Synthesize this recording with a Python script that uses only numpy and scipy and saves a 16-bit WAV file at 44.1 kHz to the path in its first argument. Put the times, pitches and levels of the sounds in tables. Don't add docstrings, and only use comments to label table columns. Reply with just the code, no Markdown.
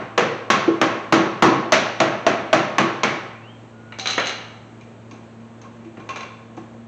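import sys
import numpy as np
from scipy import signal
from scipy.fft import rfft, irfft
from scipy.io import wavfile
from scipy.ndimage import uniform_filter1d, minimum_filter1d

SR = 44100
rng = np.random.default_rng(int(sys.argv[2]) if len(sys.argv) > 2 else 0)


def waveform_to_disk(signal):
    frames = np.transpose(np.atleast_2d(signal))
    scaled = np.clip(frames, -1, 1) * 32767
    samples = np.round(scaled).astype(np.int16)
    wavfile.write(sys.argv[1], SR, samples)


def natural_amplitude(level_db):
    exponent = np.asarray(level_db, float) / 20
    return 10 ** exponent


N = 302967
HZ = abs(np.fft.fftfreq(8192, 1 / SR))

# (time [s], level [dB], tank boom [dB], nearest panel's clang [Hz], clang level [dB])
HAMMER_BLOWS = [(0.177, -6, -1, 492, 13), (0.5012, -3.5, -1, 1074, 6), (0.814, -6.5, 1.5, 602, 2.5),
                (1.1236, -4.5, 4, 1020, -2), (1.4226, -4, 6.5, 1010, 3), (1.721, -1.5, -3.5, 646, 11),
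                (2.0015, -6, 0, 648, 11), (2.2652, -7, 0.5, 661, 12.5), (2.5288, -5, 0.5, 637, 8),
                (2.7824, -6, 1.5, 1090, 1), (3.033, -6, -2.5, 2220, 6)]
EARLIER_BLOW = (-.13, -11, 2, 660, 3)
# (frequency [Hz], width [Hz], level over the body's broad sound [dB])
TANK_MODES = [(137.8, 17.6, 15), (197, 46, 6), (330, 10.3, 11.5), (368, 17, 7.5), (528.3, 33, 1),
              (610, 43, 2), (792, 22, 5.5), (1093, 103, 5.5), (1313, 84, 4), (1560, 67, 0.5),
              (2434, 83, 0.5), (2770, 240, 0.5), (6390, 200, -8)]
# (frequency [Hz], level against the blow [dB], t60 [s], share of the boom [1])
TANK_PANELS = [(329, -20, 0.35, 1.7), (651, -27, 0.5, .1), (1093, -26, 0.98, 1.1)]
# (time [s], level [dB], clang [Hz], clang level [dB], hardness [dB])
TANK_THUMPS = [
    (0.677, -24.5, 443, 14, -28.5),
    (0.742, -53, 1090, 10, 6),
    (3.227, -49.5, 522, 22, -6),
    (5.12, -50.5, 250, 11, -4),
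    (5.847, -55.5, 300, 21.5, 1),
    (5.972, -41, 330, 1, -13),
    (6.574, -39.5, 760, 9.5, -3),
    (6.739, -53, 495, 18, -13),
]
# (time [s], squeak [Hz], level [dB])
PUNCH_SLIDES = [
    [(3.35, 2370, -56), (3.41, 2530, -71.5), (3.448, 2710, -57.5), (3.48, 3010, -58.5),
     (3.505, 3160, -55.5), (3.53, 3270, -67), (3.58, 3210, -62)],
    [(3.72, 1430, -70), (3.82, 1437, -68.5), (3.93, 1450, -62)],
]
# (time [s], level [dB], boom [dB], clang [Hz], hardness [dB])
TOOL_CLATTER = [(3.922, -24.5, -6.5, 921, -15.5), (3.9861, -26.5, 4, 550, 7.5),
                (3.9959, -23, -12, 778, 8.5), (4.0574, -11.5, -7.5, 1490, -4.5),
                (4.0714, -17.5, -1, 1150, 8), (4.1004, -23.5, -5, 1500, 10.5), (4.1084, -19.5, -12, 770, 6),
                (4.1308, -17.5, -36, 770, 0), (4.1791, -4, -3.5, 573, -14), (4.198, -15.5, -27, 1330, -1),
                (4.2579, -20, -18, 1160, 2.5), (4.2695, -19.5, -22, 1280, 6.5), (4.2934, -18, -4, 1350, 0)]
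# (time [s], level [dB], band [Hz])
FLAT_SLAP = (4.1793, -7, (280, 3600))
# (frequency [Hz], width [Hz], level over the body's broad sound [dB])
TOOL_MODES = [(794, 16, -1), (1304, 72, 5.5), (2266, 130, 6), (2846, 130, 8.5), (3220, 530, 6),
              (3930, 190, 10.5), (4114, 240, 8), (4950, 420, -1), (6370, 190, 4.5)]
# (time [s], frequency [Hz], level [dB], t60 [s])
STEEL_PINGS = [
    (3.996, 764, -36, 1.2),
    (4.1094, 770, -36, .3),
    (4.072, 3980, -30, .45),
    (6.205, 3480, -47, .8),
    (3.922, 2290, -43, .4),
]
# (time [s], level [dB], boom [dB], hardness [dB])
RING_NUDGES = [
    (4.8095, -38, -14, -2),
    (5.1102, -34.5, 4, 2),
    (5.1402, -40, -3, -10),
    (5.401, -45, 7, -10),
    (5.6145, -38, 11, 4),
    (5.6386, -36, 4, -16.5),
    (5.847, -39, -6, -9),
    (5.9699, -29.5, -10, -19),
    (5.998, -35.5, 6, -4),
    (6.5673, -39.5, 13.5, 0.1),
]
# (time [s], level [dB])
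RING_RATTLE = [
    (6.0897, -18.5),
    (6.104, -24.5),
    (6.1585, -19),
    (6.1698, -24),
    (6.2057, -23),
    (6.2311, -28),
]
# (frequency [Hz], width [Hz], level over the body's broad sound [dB])
RING_MODES = [(330, 45, 1), (1077, 61, 14.5), (1840, 170, -9), (2390, 170, 9), (2714, 81, 9), (3520, 29, 9),
              (4000, 150, 5), (6420, 320, 4.5)]
# (band [Hz], t60 [s], build-up [s], level [dB])
GARAGE_BANDS = [(124, 0.58, 0.026, 5.5), (302, 0.76, 0.011, 7), (750, 0.99, 0.002, 6.5),
                (1630, 0.83, 0.0013, 9.5), (4420, 0.67, 0.009, 6), (8330, 0.36, 0.0011, 3.5)]
# (delay [s], level [dB])
GARAGE_BOUNCES = [(.0035, -23.5), (.007, -11.5), (0.0127, -22.5), (.018, -11.5), (0.022, -15)]
# (frequency [Hz], level [dB])
BLADE_TONES = [(113.6, -43.5), (227.5, -47), (341, -61.5), (456, -65.5)]
# (frequency [Hz], density [dB per Hz])
AIR_SPECTRUM = [(20, -36), (80, -21.5), (110, -17), (190, -14), (300, -15.5), (600, -19), (1500, -28.5),
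                (3000, -36.5), (4300, -43), (5100, -49), (6300, -44), (7800, -45), (8600, -60),
                (9600, -109)]
# (frequency [Hz], gain [dB])
MIC_RESPONSE = [(40, -27.5), (110, 0.5), (250, 7.5), (2500, -1), (3500, -4), (4200, -4), (5100, -8.5),
                (6300, -1), (7500, -16.5), (8400, -26), (9200, -65.5), (16000, -111)]


def hammer_blows(steel):
    for s, db, boom_db, clang_hz, clang_db in [EARLIER_BLOW] + list(HAMMER_BLOWS):
        row = (s, db, boom_db, clang_hz, clang_db, 0.1 + 0.86 * db)
        add(steel, *knock(row, TANK_MODES, level_db=19, crack_db=-8, crack_s=0.0028, crack_hz=700,
                          clang_width=122, wet_db=1))
        for hz, panel_db, t60, share in TANK_PANELS:
            add(steel, *ping(s, hz, db + panel_db + share * boom_db, t60))
        add(steel, *tick(s, db, (2120, 7000)))


def knock(row, modes, level_db, crack_db, crack_s, crack_hz, clang_width, wet_db):
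    s, db, boom_db, clang_hz, clang_db, hard_db = row
    sound = garage(wet_db)
    t = np.arange(len(sound)) / SR
    crack = rng.standard_normal(len(t)) * np.exp(-t / crack_s) * (1 - np.exp(-t / 0.00081))
    crack_band = signal.butter(1, [crack_hz, 7000], "band", fs=SR)
    sound += natural_amplitude(crack_db) * signal.lfilter(*crack_band, crack)

    all_modes = list(modes) + [(clang_hz, clang_width, clang_db)]
    hz, width, mode_db = np.transpose(all_modes)[:, :, None]
    place = 1 + .22 * rng.standard_normal(hz.shape)
    peaks = place * mode_db / (1 + (2 * (HZ - hz) / width) ** 2)
    drum = 0.75 * boom_db / (1 + (2 * (HZ - 330) / 70) ** 2)
    ringing = drum + peaks.sum(0)
    body = read([(250, boom_db), (900, 0.71 * boom_db), (2200, 0.019), (5000, hard_db)], HZ)

    fresh = np.exp(-t / 0.1)
    early = colour(sound * fresh, body + 1.026 * ringing)
    late = colour(sound * (1 - fresh), body + 0.86 * ringing)
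    return s, natural_amplitude(db + level_db) * (early + late)


def ping(s, hz, db, t60):
    t = np.arange(SR) / SR
    off, phase, near_phase = rng.random(size=3)
    near_hz = hz * (1.01 + .02 * off)
    mode = np.sin(2 * np.pi * (hz * t + phase))
    neighbour = 0.46 * np.sin(2 * np.pi * (near_hz * t + near_phase))
    swell = 1 - np.exp(-t / 0.024)
    return s, natural_amplitude(db - 60 * t / t60) * swell * (mode + neighbour)


def tick(s, db, band_hz):
    size = round(0.0072 * SR)
    noise = rng.standard_normal(size) * signal.windows.tukey(size, .4)
    return s, natural_amplitude(db - 9) * signal.lfilter(*signal.butter(2, band_hz, "band", fs=SR), noise)


def tank_thumps(steel):
    for s, db, clang_hz, clang_db, hard_db in TANK_THUMPS:
        row = (s, db, 13, clang_hz, clang_db, hard_db)
        add(steel, *knock(row, TANK_MODES, level_db=18.0, crack_db=-17.5, crack_s=0.017, crack_hz=203,
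                          clang_width=116, wet_db=-1.5))


def squeak(rows):
    s, hz, db = np.transpose(rows)
    t = np.arange(s[0], s[-1], 1 / SR)
    jitter = 1 + .02 * uniform_filter1d(rng.standard_normal(len(t)), 200)
    tone = np.sin(2 * np.pi * np.cumsum(np.interp(t, s, hz) * jitter) / SR)
    level = natural_amplitude(np.interp(t, s, db) + 3.5) * signal.windows.tukey(len(t), .1)
    room = garage(wet_db=-4)
    room[0] = 2.5
    return s[0], signal.fftconvolve(level * tone, room)


def tool_clatter(steel):
    for s, db, boom_db, clang_hz, hard_db in TOOL_CLATTER:
        row = (s, db, boom_db, clang_hz, 5.5, hard_db)
        add(steel, *knock(row, TOOL_MODES, level_db=14.5, crack_db=-8.0, crack_s=0.0028, crack_hz=446,
                          clang_width=130, wet_db=1))
    add(steel, *tick(*FLAT_SLAP))


def loose_ring(steel):
    knocks = [(s, db, boom_db, 1420, -2, hard_db) for s, db, boom_db, hard_db in RING_NUDGES]
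    knocks += [(s, db, -0.5, 2460, 0.5, -5) for s, db in RING_RATTLE]
    for row in knocks:
        add(steel, *knock(row, RING_MODES, level_db=15.5, crack_db=-13.0, crack_s=0.0047, crack_hz=800,
                          clang_width=120, wet_db=-1.5))


def garage(wet_db, size=32768):
    t, hz = np.arange(size) / SR, np.fft.rfftfreq(size, 1 / SR)
    noise = rfft(rng.standard_normal(size))
    centres = [row[0] for row in GARAGE_BANDS]
    shares = np.eye(len(centres))
    tail = np.zeros(size)
    for share, (_, t60, build_s, db) in zip(shares, GARAGE_BANDS):
        band = irfft(noise * read(list(zip(centres, share)), hz))
        tail += band * natural_amplitude(db - 60 * t / t60) * (1 - np.exp(-t / build_s))
    crowding_db = 5.64 * np.exp(-t / 0.023)
    tail *= natural_amplitude(wet_db + crowding_db) / np.sqrt(SR / 20)
    for s, db in GARAGE_BOUNCES:
        tail[round(s * rng.uniform(.8, 1.2) * SR)] += natural_amplitude(db) * rng.choice([-1, 1])
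    return tail


def fan():
    t, hz = np.arange(N) / SR, np.fft.rfftfreq(N, 1 / SR)
    wash = irfft(rfft(rng.standard_normal(N)) * natural_amplitude(read(AIR_SPECTRUM, hz)), N)
    gusts_db = .7 * wander(4)
    turns = np.cumsum(1 + 0.00695 * wander(3)) / SR
    unshade_db = 4 / (1 + np.exp((4.9 - t) / .3))
    tones = np.zeros(N)
    for k, (tone_hz, db) in enumerate(BLADE_TONES):
        wobble_db = 1.1 * (k + 1) * wander(5)
        if k > 0:
            wobble_db += unshade_db
        tones += natural_amplitude(db - 0.5 + wobble_db) * np.sin(2 * np.pi * tone_hz * turns)
    return natural_amplitude(-45.5 + gusts_db) * evened(wash) + tones


def wander(rate_hz):
    steps = rng.standard_normal(400)
    return np.interp(np.arange(N) / SR * 2 * rate_hz, np.arange(400), steps)


def evened(x):
    return x / np.sqrt(np.mean(x ** 2) + 1e-20)


def read(points, hz):
    f, value = np.transpose(points)
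    return np.interp(np.log(hz + 1), np.log(f + 1), value)


def colour(x, db):
    log_response = np.conj(signal.hilbert(db * np.log(10) / 20))
    taps = np.fft.ifft(np.exp(log_response)).real[:4096]
    return signal.fftconvolve(x, taps * np.hanning(8192)[4096:])[:len(x)]


def add(mix, s, sound):
    at = round(s * SR)
    sound = sound[max(-at, 0):]
    part = mix[max(at, 0):][:len(sound)]
    part += sound[:len(part)]


def scene():
    steel = np.zeros(N)
    hammer_blows(steel)
    tank_thumps(steel)
    for rows in PUNCH_SLIDES:
        add(steel, *squeak(rows))
    tool_clatter(steel)
    loose_ring(steel)
    for row in STEEL_PINGS:
        add(steel, *ping(*row))
    return (colour(steel, read(MIC_RESPONSE, HZ)) + fan())[None]


def roll_off(x):
    return signal.sosfilt(signal.butter(12, 16550, fs=SR, output="sos"), x)


def record(dry):
    ceiling, headroom_db = .722, 1.03
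    size = max(round(0.0017 * SR), 3)
    gain = np.minimum(ceiling * natural_amplitude(headroom_db) / (abs(dry) + 1e-9), 1)
    gain = uniform_filter1d(minimum_filter1d(gain, size), size)
    mix = np.clip(dry * gain, -ceiling, ceiling)
    return roll_off(mix)


dry = scene()
out = record(dry)
waveform_to_disk(out)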